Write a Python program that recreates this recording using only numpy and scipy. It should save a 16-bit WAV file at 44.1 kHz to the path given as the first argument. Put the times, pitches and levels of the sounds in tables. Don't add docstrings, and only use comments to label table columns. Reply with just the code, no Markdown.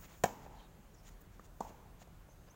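import sys
import numpy as np
from scipy import signal
from scipy.fft import rfft, irfft
from scipy.io import wavfile
from scipy.ndimage import uniform_filter1d

SR = 44100
rng = np.random.default_rng(int(sys.argv[2]) if len(sys.argv) > 2 else 0)


def wrap_up_sound(samples):
    columns = np.atleast_2d(samples).T
    tamed = np.clip(columns, -1, 1)
    steps = np.round(tamed * 32767).astype(np.int16)
    wavfile.write(sys.argv[1], SR, steps)


N = 112454

# pitch_hz, level_db (per Hz)
AIR_COLOUR = [(12, -35), (25, -8.5), (33, -5), (41, -1), (52, 0.5), (65, -6), (107, -7.5), (177, -6.5),
              (248, -19), (328, -17.5), (485, -21), (873, -22), (1440, -26), (1910, -30), (5230, -39),
              (6600, -35.5), (9140, -41), (14000, -38.5), (15600, -37.5), (16000, -32)]
# peak_s, rise_s, fall_s, level_db, tilt_db (per octave)
SCUFFS = [(0.013, 0.042, 0.063, -55, 13.5), (0.052, 0.04, 0.013, -58.5, -2.5), (.115, 0.04, 0.057, -61, -3),
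          (0.189, 0.23, 0.11, -64, 9.5), (.45, 0.04, 0.011, -66.5, -1), (0.6, 0.16, 0.063, -68, -4),
          (1.087, 0.037, 0.01, -60, 1.5), (1.119, 0.023, 0.027, -69.5, 1.5),
          (1.219, 0.012, .005, -54.5, 17.5), (1.34, 0.022, 0.023, -72, 0), (1.455, 0.018, 0.013, -65, 3.5),
          (1.57, 0.017, 0.027, -70, 9), (1.65, 0.013, 0.01, -66.5, 4), (1.695, 0.026, 0.012, -64, 0.5),
          (1.89, 0.018, 0.013, -71, 29), (2.023, 0.022, 0.01, -61.5, 0.5),
          (2.488, 0.019, 0.0043, -63, -6.5)]
# pitch_hz, level_db (per Hz)
GRIT_COLOUR = [(470, -11), (800, -6.5), (1800, -5), (4860, -12), (6200, -9), (6900, -3), (7700, -13.5),
               (9220, -20), (13000, -25.5), (15500, -12), (16000, -18)]
# pitch_hz, level_db, delay_s, t60_s (time to fall 60 dB)
FRAME_MODES = [(183, -1.5, 0.0024, 0.026), (503, -1, 0.0034, 0.0077), (1005, -16.5, 0.00077, 0.072),
               (1274, -17.5, 0.00045, 0.06), (1600, -11, 0.0045, 0.027), (1740, -9.5, .004, 0.029),
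               (2264, -24.5, 0.00109, 0.12), (2714, -17.5, 0.00197, 0.03), (3170, -21, 0.00176, 0.056)]
# pitch_hz, level_db (per Hz)
STRIKE_CRACK_COLOUR = [(880, 1.5), (1400, -10.5), (1750, -9), (2100, -8.5), (3500, -11.5), (5600, -14.5),
                       (6500, -10.5), (7000, -4), (7700, -10), (9750, -23), (12400, -20.5), (15500, -24),
                       (16000, -13.5)]
# delay_s, level_db
STRIKE_ECHOES = [(.0186, -17), (.05, -29), (.062, -31), (.224, -30)]
# delay_s, level_db (before the cluster trim in rings)
STRIKE_RING_ECHOES = [(.024, -20), (.04, -24), (.056, -25), (.075, -25), (.095, -28), (.12, -30),
                      (.145, -31), (.18, -33), (.2245, -27), (.262, -30), (.285, -30), (.31, -31),
                      (.335, -32), (.365, -34)]
# pitch_hz, level_db (per Hz)
YARD_COLOUR = [(100, -8), (200, -1), (350, -7.5), (700, -6.5), (830, -2), (900, -6.5), (980, -9),
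               (1150, -13), (2000, -19), (4500, -28), (6900, -17), (9500, -37.5), (15500, -23.5)]
# pitch_hz, t60_s
YARD_T60 = [(200, 1.83), (900, 1.44), (2500, 1.21), (7000, 0.69), (15000, 0.91)]
# start_s, length_s, level_db, from_hz, to_hz, width_hz (of each blur filter)
CHIRPS = [(0.547, 0.14, -71.5, 4020, 3680, 999), (0.577, 0.056, -69.5, 3220, 3040, 250),
          (.931, .028, -72, 7200, 6500, 600), (.912, .018, -76, 6000, 5300, 300),
          (.938, .036, -73.5, 6050, 5050, 500), (.955, .075, -74.5, 5700, 5300, 1000),
          (2.282, 0.066, -73, 6100, 6450, 250), (2.342, 0.18, -81.5, 6480, 6350, 150),
          (2.463, 0.038, -77, 4360, 5300, 150), (2.494, 0.0242, -67, 5250, 6600, 100),
          (2.504, 0.035, -73, 6400, 6460, 120)]
# start_s, level_db, pitch_hz, upper_ratio, climb_s, swell_s, t60_s,
# thud_db, crack_db (both beside the ring), echo_db, tail_db, early_db (beside the tail)
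POCKS = [(1.3941, -46, 1190, 1.51, 0.00097, 0.003, 0.013, -8, -14, -13, -74, 3),
         (1.6051, -28, 965, 1.215, 0.00305, 0.0043, 0.018, -12, -12, -5.5, -55.5, -18),
         (2.015, -48, 702, 1.39, 0.00097, 0.0032, 0.017, -8.5, -16, -17, -80.5, 13),
         (2.073, -54, 744, 1.23, 0.0018, 0.0028, 0.022, -11, -7.5, -24, -96, -4),
         (2.288, -54, 620, 1.36, 0.00087, 0.0014, 0.017, -28, -12, -24, -88, 3)]
# pitch_hz, level_db (per Hz)
POCK_CRACK_COLOUR = [(900, 10.5), (1800, -9.5), (2800, -21.5), (4200, -8), (5300, -18), (6800, -1.5),
                     (8000, -14), (11000, -24), (15500, -17)]
# delay_s, level_db (echo_db is added)
POCK_ECHOES = [(.0115, -13), (.1, -12)]
# delay_s, level_db (echo_db and the cluster trim are added)
POCK_RING_ECHOES = [(.014, -14), (.026, -18), (.043, -9), (.054, -10), (.078, -22), (.095, -22),
                    (.112, -21), (.138, -21), (.165, -23), (.195, -23), (.215, -25), (.25, -25)]

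AIR_DB = -59
HUM_HZ, HUM_DB, HUM_WAVER = 40.3, -62.5, 1.3
GRIT_DB = 1.5

STRIKE_S, STRIKE_DB = .2368, -21.5
STRINGS_HZ, SLACK, TIGHTEN_S, SWELL_S, SINK_DB = 751, 0.59, 0.0038, 0.0028, -2
CONTACT_S, LEAVE_S = .0113, .0007
CRACK_DB, CRACK_RISE_S, CRACK_T60 = -8, 0.0038, .03
HIGH_HISS_HZ, HIGH_HISS_DB, HIGH_HISS_T60 = 15300, -18, 0.068

DULL_HZ_S = 350
BALL_HZ, BALL_T60 = 888, 0.026
STRIKE_SCATTER_S, STRIKE_DETUNE = .022, .1
POCK_SCATTER_S, POCK_DETUNE = .009, .04
YARD_DB, YARD_START_S = -50, 0.009
EARLY_DB, EARLY_T60, EARLY_TILT_DB = 8, .16, 1

POCK_SLACK, UPPER_DB = 0.74, -9.5
THUD_HZ, THUD_T60 = 201, 0.074
BODY_HZ, BODY_DB = 513, 3.5


def amp(db):
    return 10 ** (np.asarray(db) / 20)


def evened(x):
    return x / np.sqrt(np.mean(x ** 2) + 1e-20)


def read(points, hz):
    f, value = np.transpose(points)
    return np.interp(np.log(hz + 1), np.log(f + 1), value)


def add(mix, s, sound):
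    part = mix[round(s * SR):][:len(sound)]
    part += sound[:len(part)]


def hiss(size, colour, tilt_db=0):
    hz = np.fft.rfftfreq(size, 1 / SR)
    level_db = read(colour, hz) + tilt_db * np.log2((hz + 1) / 4000)
    gain = amp(level_db) * (hz > colour[0][0] / 2)
    return evened(irfft(rfft(rng.standard_normal(size)) * gain, size))


def burst(t, rise, t60):
    t = np.maximum(t, 0)
    swell = np.sin(np.pi / 2 * np.minimum(t / rise, 1)) ** 2
    return swell * amp(-60 * np.maximum(t - rise, 0) / t60)


def climbing(t, hz, slack, tighten):
    pitch = hz * (1 - np.clip(slack, 0, 1) * np.exp(-(t / tighten) ** 2))
    return -np.sin(2 * np.pi * np.cumsum(pitch) / SR)


def air():
    frames, hz = N // 512 + 5, np.fft.rfftfreq(2048, 1 / SR)
    real, imaginary, patches = rng.standard_normal((frames, 1025, 3)).T
    patches = uniform_filter1d(patches, size=24, axis=0)
    patches = evened(uniform_filter1d(patches, size=6, axis=1))
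    gain = amp(read(AIR_COLOUR, hz)[:, None] + patches) * (hz > 15)[:, None]
    sound = signal.istft((real + 1j * imaginary) * gain, nperseg=2048, noverlap=1536)[1]
    return amp(AIR_DB) * evened(sound[:N])


def hum():
    slow = uniform_filter1d(rng.standard_normal((2, N)), size=3000)
    a, b = uniform_filter1d(slow, size=3000)
    waver = 1 + HUM_WAVER * (evened(a) + 1j * evened(b))
    tone = np.exp(2j * np.pi * HUM_HZ * np.arange(N) / SR)
    return amp(HUM_DB) * evened((waver * tone).real)


def shoes():
    lead_s = .25
    out, t = np.zeros(N + SR // 2), np.arange(-4096, 4096) / SR
    for s, rise, fall, db, tilt_db in SCUFFS:
        swings = evened(uniform_filter1d(rng.standard_normal(len(t)), size=60))
        grit = amp(GRIT_DB * swings) * hiss(len(t), GRIT_COLOUR, tilt_db)
        slide = np.exp(-(t / np.where(t < 0, rise, fall)) ** 2)
        add(out, s + lead_s, amp(db) * slide * evened(grit))
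    return out[round(lead_s * SR) + 4096:][:N]


def racket():
    t = np.arange(4096) / SR
    swell = np.minimum(t / SWELL_S, 1) ** 2
    held = swell * amp(SINK_DB * np.maximum(t - SWELL_S, 0) / CONTACT_S)
    leaving = np.exp(-np.maximum(t - CONTACT_S, 0) / LEAVE_S)
    strings = held * leaving * climbing(t, STRINGS_HZ, SLACK, TIGHTEN_S)

    frame = np.zeros(len(t))
    for hz, db, late, t60 in FRAME_MODES:
        frame += amp(db) * burst(t - late, 0.0018, t60) * np.sin(2 * np.pi * hz * (t - late))

    snap = burst(t, CRACK_RISE_S, CRACK_T60) + 1.67 * burst(t, 0.00091, 0.0087)
    crack = amp(CRACK_DB) * snap * hiss(len(t), STRIKE_CRACK_COLOUR)

    # Thin, very high hiss near 15 kHz that fades after the blow
    high_colour = [(0.42 * HIGH_HISS_HZ, -25), (HIGH_HISS_HZ, 0)]
    high_hiss = amp(HIGH_HISS_DB) * burst(t, 0.00073, HIGH_HISS_T60) * hiss(len(t), high_colour)
    return amp(STRIKE_DB) * (strings + frame + crack + high_hiss)


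def yard(db, early_db):
    hz, t, z = signal.stft(evened(hiss(SR, YARD_COLOUR)), SR, nperseg=256)
    tilt_db = EARLY_TILT_DB * np.log2(hz / 1000 + 0.12)[:, None]
    early = amp(early_db + tilt_db - 60 * t / EARLY_T60)
    late = amp(-60 * t / read(YARD_T60, hz)[:, None])
    tail = signal.istft(z * (late + early), SR, nperseg=256)[1]
    fade_in = np.clip(np.arange(len(tail)) / SR / YARD_START_S - 1, 0, 1)
    return amp(db) * tail * fade_in


def echoes(x, table, db=0):
    out, t = np.zeros(len(x) + SR // 3), np.arange(256) / SR
    for delay, level_db in table:
        smear = rng.standard_normal(len(t)) * np.exp(-t / .0008) * .15 + (t == 0)
        smear = smear / np.linalg.norm(smear)
        r = np.exp(-2 * np.pi * DULL_HZ_S / delay / SR)
        dulled = signal.lfilter([1 - r], [1, -r], x)
        add(out, delay, amp(level_db + db) * np.convolve(dulled, smear))
    return out


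def rings(table, db, scatter, detune):
    out, t = np.zeros(SR // 2), np.arange(4096) / SR
    for delay, level_db in table:
        for k, (late, pitch) in enumerate(rng.random((5, 2))):
            hz = BALL_HZ * (1 + detune * (2 * pitch - 1))
            ring = burst(t, 0.0018, BALL_T60) * np.sin(2 * np.pi * hz * t)
            trim_db = -4 - 2 * (k > 0)
            add(out, delay + scatter * late * (k > 0), amp(db + level_db + trim_db) * ring)
    return out


def birds():
    out = np.zeros(N)
    for s, length, db, from_hz, to_hz, width_hz in CHIRPS:
        u = np.linspace(0, 1, round(length * SR))
        r = np.exp(-np.pi * width_hz / SR)
        real, imaginary = rng.standard_normal((2, 8192))
        blur = real + 1j * imaginary
        for _ in range(2):
            blur = signal.lfilter([1 - r], [1, -r], blur)
        blur = blur[-len(u):]
        glide = np.exp(2j * np.pi * np.cumsum(from_hz + (to_hz - from_hz) * u) / SR)
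        tone = ((blur / abs(blur).mean() + 0.25) * glide).real
        add(out, s, amp(db) * np.sin(np.pi * u) * evened(tone))
    return out


def pock(db, hz, upper, climb, swell, t60, thud_db, crack_db):
    t = np.arange(4096) / SR
    ring = climbing(t, hz, POCK_SLACK, climb)
    ring += amp(UPPER_DB) * climbing(t, upper * hz, POCK_SLACK, climb)
    thud = amp(thud_db) * burst(t, 0.0013, THUD_T60) * np.sin(2 * np.pi * THUD_HZ * t)
    body = amp(thud_db + BODY_DB) * burst(t, .0025, t60) * np.sin(2 * np.pi * BODY_HZ * t)
    crack = amp(crack_db) * burst(t, 0.0016, 0.037) * hiss(len(t), POCK_CRACK_COLOUR)
    return amp(db) * (burst(t, swell, t60) * ring + thud + body + crack)


def scene():
    balls, hit = np.zeros(N), racket()
    add(balls, STRIKE_S, hit)
    add(balls, STRIKE_S, echoes(hit, STRIKE_ECHOES))
    add(balls, STRIKE_S, rings(STRIKE_RING_ECHOES, STRIKE_DB, STRIKE_SCATTER_S, STRIKE_DETUNE))
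    add(balls, STRIKE_S, yard(YARD_DB, EARLY_DB))
    for s, *ball, echo_db, tail_db, early_db in POCKS:
        hit = pock(*ball)
        ring_db = ball[0] + echo_db
        add(balls, s, hit)
        add(balls, s, echoes(hit, POCK_ECHOES, echo_db))
        add(balls, s, rings(POCK_RING_ECHOES, ring_db, POCK_SCATTER_S, POCK_DETUNE))
        add(balls, s, yard(tail_db, early_db))
    return (balls + shoes() + birds() + air() + hum())[None]


def record(dry):
    edge_hz = 15900
    low_pass = signal.firwin(511, edge_hz, window=("kaiser", 9), fs=SR)
    return signal.oaconvolve(dry, low_pass[None], "same")


dry = scene()
out = record(dry)
wrap_up_sound(out)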